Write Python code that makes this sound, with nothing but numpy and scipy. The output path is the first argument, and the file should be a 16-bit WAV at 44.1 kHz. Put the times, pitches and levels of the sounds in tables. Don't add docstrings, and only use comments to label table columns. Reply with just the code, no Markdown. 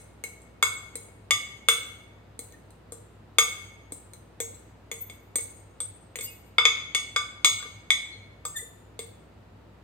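import sys
import numpy as np
from scipy import signal
from scipy.io import wavfile

SR = 44100
rng = np.random.default_rng(int(sys.argv[2]) if len(sys.argv) > 2 else 0)


def makeup_ratio(level_db):
    decades = np.asarray(level_db, float) / 20
    return 10 ** decades


def master(y):
    cut = np.clip(np.atleast_2d(y).T, -1, 1)
    pcm = np.round(cut * 32767)
    wavfile.write(sys.argv[1], SR, pcm.astype(np.int16))


N = 433503
LEAD = 4410

BOWL_HZ = [463, 487, 1190, 1228, 2197, 2224, 2315, 3420, 3458, 3512, 4915, 4937]
# (level [dB], t60 [s])
TIP_HZ = [4382, 6406, 6837, 7197, 8290, 8430, 9485, 10690, 11540, 12130, 12770, 14050, 14410, 15390]
TIP = [(3.5, 0.01), (-5.5, 0.12), (4, 0.092), (-5.5, 0.099), (2.5, 0.1), (-6, 0.058), (-20.5, 0.022),
       (-1.5, 0.042), (-27.5, .06), (-24.5, 0.054), (-2, 0.091), (1, 0.088), (-13, .07), (-30.5, .05)]
# (time [s], glass peak [dB], glass lean to low modes [dB], spoon peak [dB], spoon lean to 8 kHz [dB])
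BLOWS = [
    (0.6263, -16.5, -1, -18, -5.5),
    (1.3079, -14, -5.5, -15.5, -9.5),
    (1.6856, -11.5, -6, -18, -3),
    (3.3845, -11, -3.5, -11, -8.5),
]
LATE_BLOWS = [
    (6.583, -14.5, 0.5, -39, 1),
    (6.6534, -10.5, -7, -18.5, -14.5),
    (6.7714, -31.5, -35, -64, -4),
    (6.9482, -18.5, -11, -21, -9),
    (7.1617, -20.5, 0.5, -27.5, -7),
    (7.4462, -9.5, -8.5, -17, -2),
    (7.6256, -40.5, 4, -57, 4),
    (7.9044, -15, -14, -24.5, -4.5),
]
DEAD_BLOWS = [
    (4.4025, -25, -15, -28.5, -1.5),
    (8.4518, -42, 8.5, -33.5, 0.032),
]
EDGE_TAPS = [(-.035, -42, -5, -39.5, 3), (0.2384, -27.5, -27, -32.5, 4), (0.418, -68, 2, -62, 13.5),
             (0.955, -41.5, -7.5, -37, 9.5), (1.0856, -53.5, -10, -64.5, -3),
             (2.3914, -47.5, 1, -35.5, 4.5), (2.523, -58, -2.5, -48, -11), (2.7057, -70, -0.5, -56, 2),
             (2.9212, -55, 9, -46.5, 17), (3.9215, -48.5, 2.5, -41.5, 13), (4.1348, -51, -8, -46.5, 2.5),
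             (4.545, -68, 0, -50, -13), (4.5934, -74.5, -4, -66, 18)]
TIP_TAPS = [
    (4.915, -29, -10.5, -32, -0.5),
    (5.0981, -41, 1, -43.5, -1),
    (5.3566, -29, -7.5, -24.5, 3.5),
    (5.3844, -37.5, -5.5, -46, 19.5),
    (5.8034, -35.5, 3.5, -35.5, 5),
    (5.8194, -67, -3, -44.5, -17),
    (6.1569, -26, -28, -31, -6),
    (6.188, -32.5, -3.5, -56, 23),
    (6.2094, -37.5, -10, -33.5, 6),
    (8.9912, -31, -2, -35, 3),
]


def rms_one(x):
    return x / np.sqrt(np.mean(x ** 2) + 1e-20)


def at_hz(points, hz):
    points = np.array(points)
    return np.interp(np.log(hz), np.log(points[:, 0]), points[:, 1])


def band(x, low_hz, high_hz):
    sos = signal.butter(2, [low_hz, min(high_hz, .46 * SR)], "band", fs=SR, output="sos")
    return signal.sosfilt(sos, x)


def ring(clicks, hz, t60_s):
    r = makeup_ratio(-60 / (t60_s * SR))
    w = 2 * np.pi * hz / SR
    return signal.lfilter([0, np.sin(w)], [1, -2 * r * np.cos(w), r * r], clicks + 1e-18)


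def fading(clicks, tau_s):
    return signal.lfilter([1], [1, -np.exp(-1 / (tau_s * SR))], clicks + 1e-18)


def clock():
    return (np.arange(N + LEAD) - LEAD) / SR


def clicks_at(events):
    clicks = np.zeros(N + LEAD)
    clicks[[round(s * SR) + LEAD for s, db in events]] = makeup_ratio(np.array(events)[:, 1])
    return clicks


def room_tone():
    # (pitch [Hz], level [dB per Hz])
    spectrum = [(25, -39.5), (42, -22.5), (72, -9), (127, -7), (354, -11.5), (476, -13), (863, -17.5),
                (1400, -22.5), (3520, -32.5), (7000, -41.5), (11000, -46.5), (16000, -47)]
    # (pitch [Hz], left-right likeness [0..1])
    likeness = [(30, 0.65), (120, 1), (400, 0.5), (1500, 0.19), (8000, .05)]
    edges_hz = 22 * 2 ** np.arange(0, 10, .5)
    white = rng.standard_normal((2, 2, N + LEAD))
    out = 0
    for k, (low, high) in enumerate(zip(edges_hz, edges_hz[1:])):
        mid, side = band(white[k % 2], low, high)
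        hz = np.sqrt(low * high)
        alike = np.clip(at_hz(likeness, hz), 0, 1)
        stereo = np.sqrt(1 + alike) * mid + np.sqrt(1 - alike) * side * [[1], [-1]]
        out = out + makeup_ratio(at_hz(spectrum, hz)) * stereo
    return makeup_ratio(-54.5) * rms_one(out)


def refrigerator():
    mains_hz, mains_db = 60, -59.5
    drone_hz, drone_db, swing_db = 100, -57.5, 3.5
    waver_hz = 3.7 * rms_one(band(rng.standard_normal(N + LEAD), 4.9, 19))
    swell_db = swing_db * rms_one(band(rng.standard_normal(N + LEAD), 0.31, 7.6))
    drone = np.sin(np.cumsum(drone_hz + waver_hz) * 2 * np.pi / SR) * makeup_ratio(drone_db + swell_db)
    mains = makeup_ratio(mains_db) * np.sin(2 * np.pi * mains_hz * clock())
    return np.sqrt(2) * (mains + drone)


def kitchen(x):
    # (pitch [Hz], t60 [s])
    decay = [(300, 1), (1000, 0.78), (2500, 0.77), (6000, 0.64), (10000, 0.59), (15000, 0.6)]
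    s = np.arange(SR) / SR
    white, tail = rng.standard_normal((2, SR)), 0
    edges_hz = 150 * 2 ** np.arange(0, 7.6, .5)
    for low, high in zip(edges_hz, edges_hz[1:]):
        tail = tail + band(white, low, high) * makeup_ratio(-60 * s / at_hz(decay, np.sqrt(low * high)))
    early = 1 + 1.7 * np.exp(-s / 0.035)
    onset = np.clip((s - .002) / 0.0024, 0, 1)
    tail = rms_one(tail * early * onset) / np.sqrt(SR)
    return signal.fftconvolve(x[None], tail, axes=1)[:, :len(x)]


def thuds():
    # (time [s], level [dB])
    falls = [
        (0.235, -49),
        (0.949, -45),
        (2.391, -44.5),
        (2.921, -47),
        (3.382, -40),
        (3.921, -39),
        (4.399, -46.5),
        (5.355, -40),
    ]
    clicks = clicks_at(falls)
    return ring(clicks, 290, 0.064) + 0.2 * ring(clicks, 370, 0.013)


def nudges():
    # (time [s], level [dB])
    pushes = [
        (6.32, -49),
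        (7.655, -43),
        (8.155, -49.5),
        (8.625, -42.5),
    ]
    return ring(clicks_at(pushes), BOWL_HZ[0], 0.1)


def stick_slip(rows, over_db):
    # (multiple of the pitch, level [dB])
    partials = [(2, 2), (3, -24.5), (4, 6), (5, -2), (6, -30), (7, -5), (8, -6)]
    out = np.zeros(N + LEAD)
    for start_s, length_s, from_hz, to_hz, peak_db in rows:
        part = np.linspace(0, 1, round(length_s * SR))
        phase = np.cumsum(from_hz + (to_hz - from_hz) * part) * 2 * np.pi / SR
        swell = np.sin(np.pi * part ** 1.4) ** 2
        overtones = sum(makeup_ratio(db) * np.sin(round(k) * (phase + k)) for k, db in partials if k * to_hz < 16000)
        tone = np.sin(phase) + makeup_ratio(over_db) * (swell * part) ** 2 * overtones
        at = round(start_s * SR) + LEAD
        out[at:at + len(part)] += makeup_ratio(peak_db) * swell * tone
    return out


def squeaks():
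    # (start [s], length [s], start pitch [Hz], end pitch [Hz], peak level [dB])
    pure = [
        (4.995, .042, 14090, 14150, -30.5),
        (6.205, .07, 14030, 14050, -32.5),
        (8.572, .035, 1860, 2050, -41),
        (8.1, .06, 4250, 4140, -48),
        (8.21, .05, 4200, 4190, -58),
        (6.235, .07, 2810, 2840, -47),
        (6.215, .06, 4910, 4920, -45),
        (2.525, .03, 1830, 1830, -52),
        (7.59, .03, 1450, 1450, -42),
        (6.26, .08, 2560, 2570, -51),
    ]
    harsh = [
        (8.535, .055, 1870, 1725, -37),
    ]
    return stick_slip(pure, over_db=-28) + stick_slip(harsh, over_db=9.5)


def scrapes():
    # (start [s], length [s], level [dB])
    drags = [
        (6.185, .085, -41),
        (5.36, .05, -44),
        (4.92, .05, -49.5),
        (8.56, .035, -37),
        (.955, .13, -58.5),
        (5.805, .04, -52.5),
    ]
    s = clock()
    press = sum(makeup_ratio(db) * np.sin(np.pi * np.clip((s - start) / length, 0, 1)) for start, length, db in drags)
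    present = rng.random(N + LEAD) < 1500 / SR
    grains = press * rng.standard_normal(N + LEAD) * rng.exponential(1, N + LEAD) * present
    modes = list(zip(TIP_HZ, TIP))[2:9]
    rings = sum(makeup_ratio(db) * ring(grains, hz, t60 * 1.2) for hz, (db, t60) in modes)
    hiss = band(grains + 1e-18, 5900, 13000) * makeup_ratio(2.5)
    return makeup_ratio(-19.5) * rings + hiss + band(grains + 1e-18, 3000, 5300)


def zoned(rows, law, axis):
    rows = np.array(rows, float)
    base_db, share = np.transpose(law)
    return np.c_[rows[:, 0], rows[:, axis], base_db + share * rows[:, axis + 1, None]]


def struck(hits, pitches, modes, zones, ring_db, crack_db, rub_db, scatter_db):
    hits = np.array(hits, float)
    at = np.round(hits[:, 0] * SR).astype(int) + LEAD
    zone_db = hits[:, 1:2] + np.c_[np.zeros(len(at)), ring_db + hits[:, 2:]]
    chance = rng.standard_normal((len(at), len(modes)))
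    home = np.array([np.argmin([max(low / hz, hz / high) for low, high, lag in zones]) for hz in pitches])
    grit = rng.standard_normal(N + LEAD)
    out, clicks = np.zeros((2, N + LEAD)), np.zeros(N + LEAD)
    for zone, (low, high, lag) in enumerate(zones):
        clicks[at] = makeup_ratio(zone_db[:, zone])
        rub = makeup_ratio(rub_db) * grit * fading(clicks, 0.014)
        sound = band(makeup_ratio(crack_db) * grit * fading(clicks, 0.0021), low, high)
        for k in np.flatnonzero(home == zone):
            clicks[at] = makeup_ratio(zone_db[:, zone] + scatter_db * chance[:, k]) * (-1) ** zone
            level_db, t60_s = modes[k]
            sound += makeup_ratio(level_db - 9) * ring(clicks + rub, pitches[k], t60_s)
        out += [sound, np.roll(sound, lag)]
    return out


def spoon_rings():
    zones = [(5950, 7300, 5), (3850, 4500, 3), (7300, 9200, 4), (10000, 12000, 4), (12000, 15600, 4)]
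    # (level [dB], t60 [s])
    belly_hz = [4253, 4387, 6045, 6390, 6568, 6818, 7010, 7662, 7817, 8340, 8785, 9600, 10350, 11150, 11600,
                12400, 13070, 13600, 14250, 14610, 15260]
    belly_modes = [(-1, 0.046), (-4, 0.035), (-18.5, 0.076), (-0.5, 0.09), (-0.5, 0.26), (-5, 0.11),
                   (-4.5, 0.1), (-1.5, 0.16), (-9.5, 0.15), (-2.5, .1), (-4, 0.11), (-4, 0.05), (-2, 0.063),
                   (-0.5, 0.042), (-0.5, .08), (6.5, 0.05), (-4.5, .07), (-5.5, .07), (-3.5, .07),
                   (-9.5, .06), (-13.5, .06)]
    edge_hz = [4045, 6040, 6400, 7370, 8250, 8620, 8882, 10000, 10920, 11610, 12300, 13040, 13740, 15160]
    edge_modes = [(3.5, 0.066), (-12, 0.06), (-3.5, 0.17), (-1, .05), (-3.5, .05), (0.5, 0.076), (2.5, .06),
                  (-10.5, .04), (4, 0.036), (-2, 0.075), (1.5, .05), (-4, .05), (-0.5, .05), (-12.5, .04)]
    # (level at no lean [dB], share of the lean)
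    belly_law = [(-17, 0.67), (1, 1.0), (-16.5, 0.62), (-12, 1)]
    late_law = [(-16, 0.97), (0.5, 0.98), (-32, .4), (-17.5, .9)]
    edge_law = [(-6, 0.023), (-0.5, 0.79), (-8.5, .3), (-9, .1)]
    tip_law = [(-7, -0.18), (1.5, 1.0), (-6, 0.22), (-8, .1)]
    flat = np.r_[zoned(list(BLOWS) + list(DEAD_BLOWS), belly_law, axis=3), zoned(LATE_BLOWS, late_law, axis=3)]
    belly = struck(flat, belly_hz, belly_modes, zones, ring_db=4.5, crack_db=13.0, rub_db=-30.0, scatter_db=5.0)
    edge = struck(zoned(EDGE_TAPS, edge_law, axis=3), edge_hz, edge_modes, zones,
                  ring_db=2.0, crack_db=11.0, rub_db=-34.5, scatter_db=-1.8)
    tip = struck(zoned(TIP_TAPS, tip_law, axis=3), TIP_HZ, TIP, zones,
                 ring_db=2.5, crack_db=7.5, rub_db=-35.0, scatter_db=4.7)
    return belly + edge + tip


def bowl_rings():
    # (level [dB], t60 [s])
    modes = [(-1, 0.21), (-4, 0.1), (-8.5, 0.2), (-8, 0.21), (3, 0.15), (-3.5, 0.12), (-8, .04),
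             (-5.5, 0.011), (3.5, 0.13), (0, 0.16), (-4, 0.14), (-4, 0.1)]
    # (low [Hz], high [Hz], right-port lag [samples])
    zones = [(1900, 2600, 4), (380, 600, 5), (1130, 1600, 5), (3200, 3750, 3), (4700, 5200, 2)]
    # (level at no lean [dB], share of the lean)
    free_law = [(-14, 0.43), (1, 1.0), (-4, 0.11), (-11, .1)]
    late_law = [(-17.5, 0.399), (2, 0.82), (-1.64, 0.13), (-9, .1)]
    edge_law = [(2.5, 0.79), (-10, 2.3), (-10.5, 0.9), (-12.5, .4)]
    dead_law = [(-3.5, 0.48), (-4.5, 1.93), (-6.5, 0.61), (-9, 1.1)]
    tip_law = [(-5, 0.41), (-9, 1), (-8.5, 0.5), (-13, 0.94)]
    hand_damping, spoon_damping = 0.97, 0.4
    held = [(db, t60 * (hand_damping if hz < 600 else 1)) for hz, (db, t60) in zip(BOWL_HZ, modes)]
    damped = [(db, t60 * (1 if hz < 600 else spoon_damping)) for hz, (db, t60) in zip(BOWL_HZ, held)]
    free = np.r_[zoned(BLOWS, free_law, axis=1), zoned(LATE_BLOWS, late_law, axis=1)]
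    staying = np.r_[zoned(EDGE_TAPS, edge_law, axis=1), zoned(DEAD_BLOWS, dead_law, axis=1),
                    zoned(TIP_TAPS, tip_law, axis=1)]
    glass = struck(free, BOWL_HZ, held, zones, ring_db=3.5, crack_db=10.0, rub_db=-31.5, scatter_db=3.23)
    pressed = struck(staying, BOWL_HZ, damped, zones, ring_db=7.0, crack_db=5.0, rub_db=-28.5, scatter_db=2.5)
    return glass + pressed


def touches():
    no_bass = signal.butter(3, 330, "high", fs=SR, output="sos")
    return signal.sosfilt(no_bass, spoon_rings() + bowl_rings())


def scene():
    loose = thuds() + nudges() + squeaks() + scrapes()
    bowl = touches() + [loose, np.roll(loose, 4)]
    drive = bowl[0] - signal.lfilter(*signal.butter(1, 470, fs=SR), bowl[0])
    echoes = kitchen(drive) * makeup_ratio([[.1], [-1.9]])
    direct = bowl * makeup_ratio([[1.1], [-1.1]])
    mix = direct + echoes + room_tone() + refrigerator() * makeup_ratio([[.4], [-.4]])
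    return mix[:, LEAD:]


def roll_off(x):
    return signal.sosfilt(signal.butter(12, 16970, fs=SR, output="sos"), x)


def record(dry):
    # (centre [Hz], width [Hz], share lost)
    dips = [(5550, 500, .65), (9700, 700, .6)]
    for hz, width_hz, share in dips:
        dry = dry - share * signal.lfilter(*signal.iirpeak(hz, hz / width_hz, fs=SR), dry)
    cut = signal.sosfilt(signal.butter(12, 15700, fs=SR, output="sos"), dry)
    rounded = cut / (1 + (cut / .97) ** 6) ** (1 / 6)
    return roll_off(rounded)


dry = scene()
out = record(dry)
master(out)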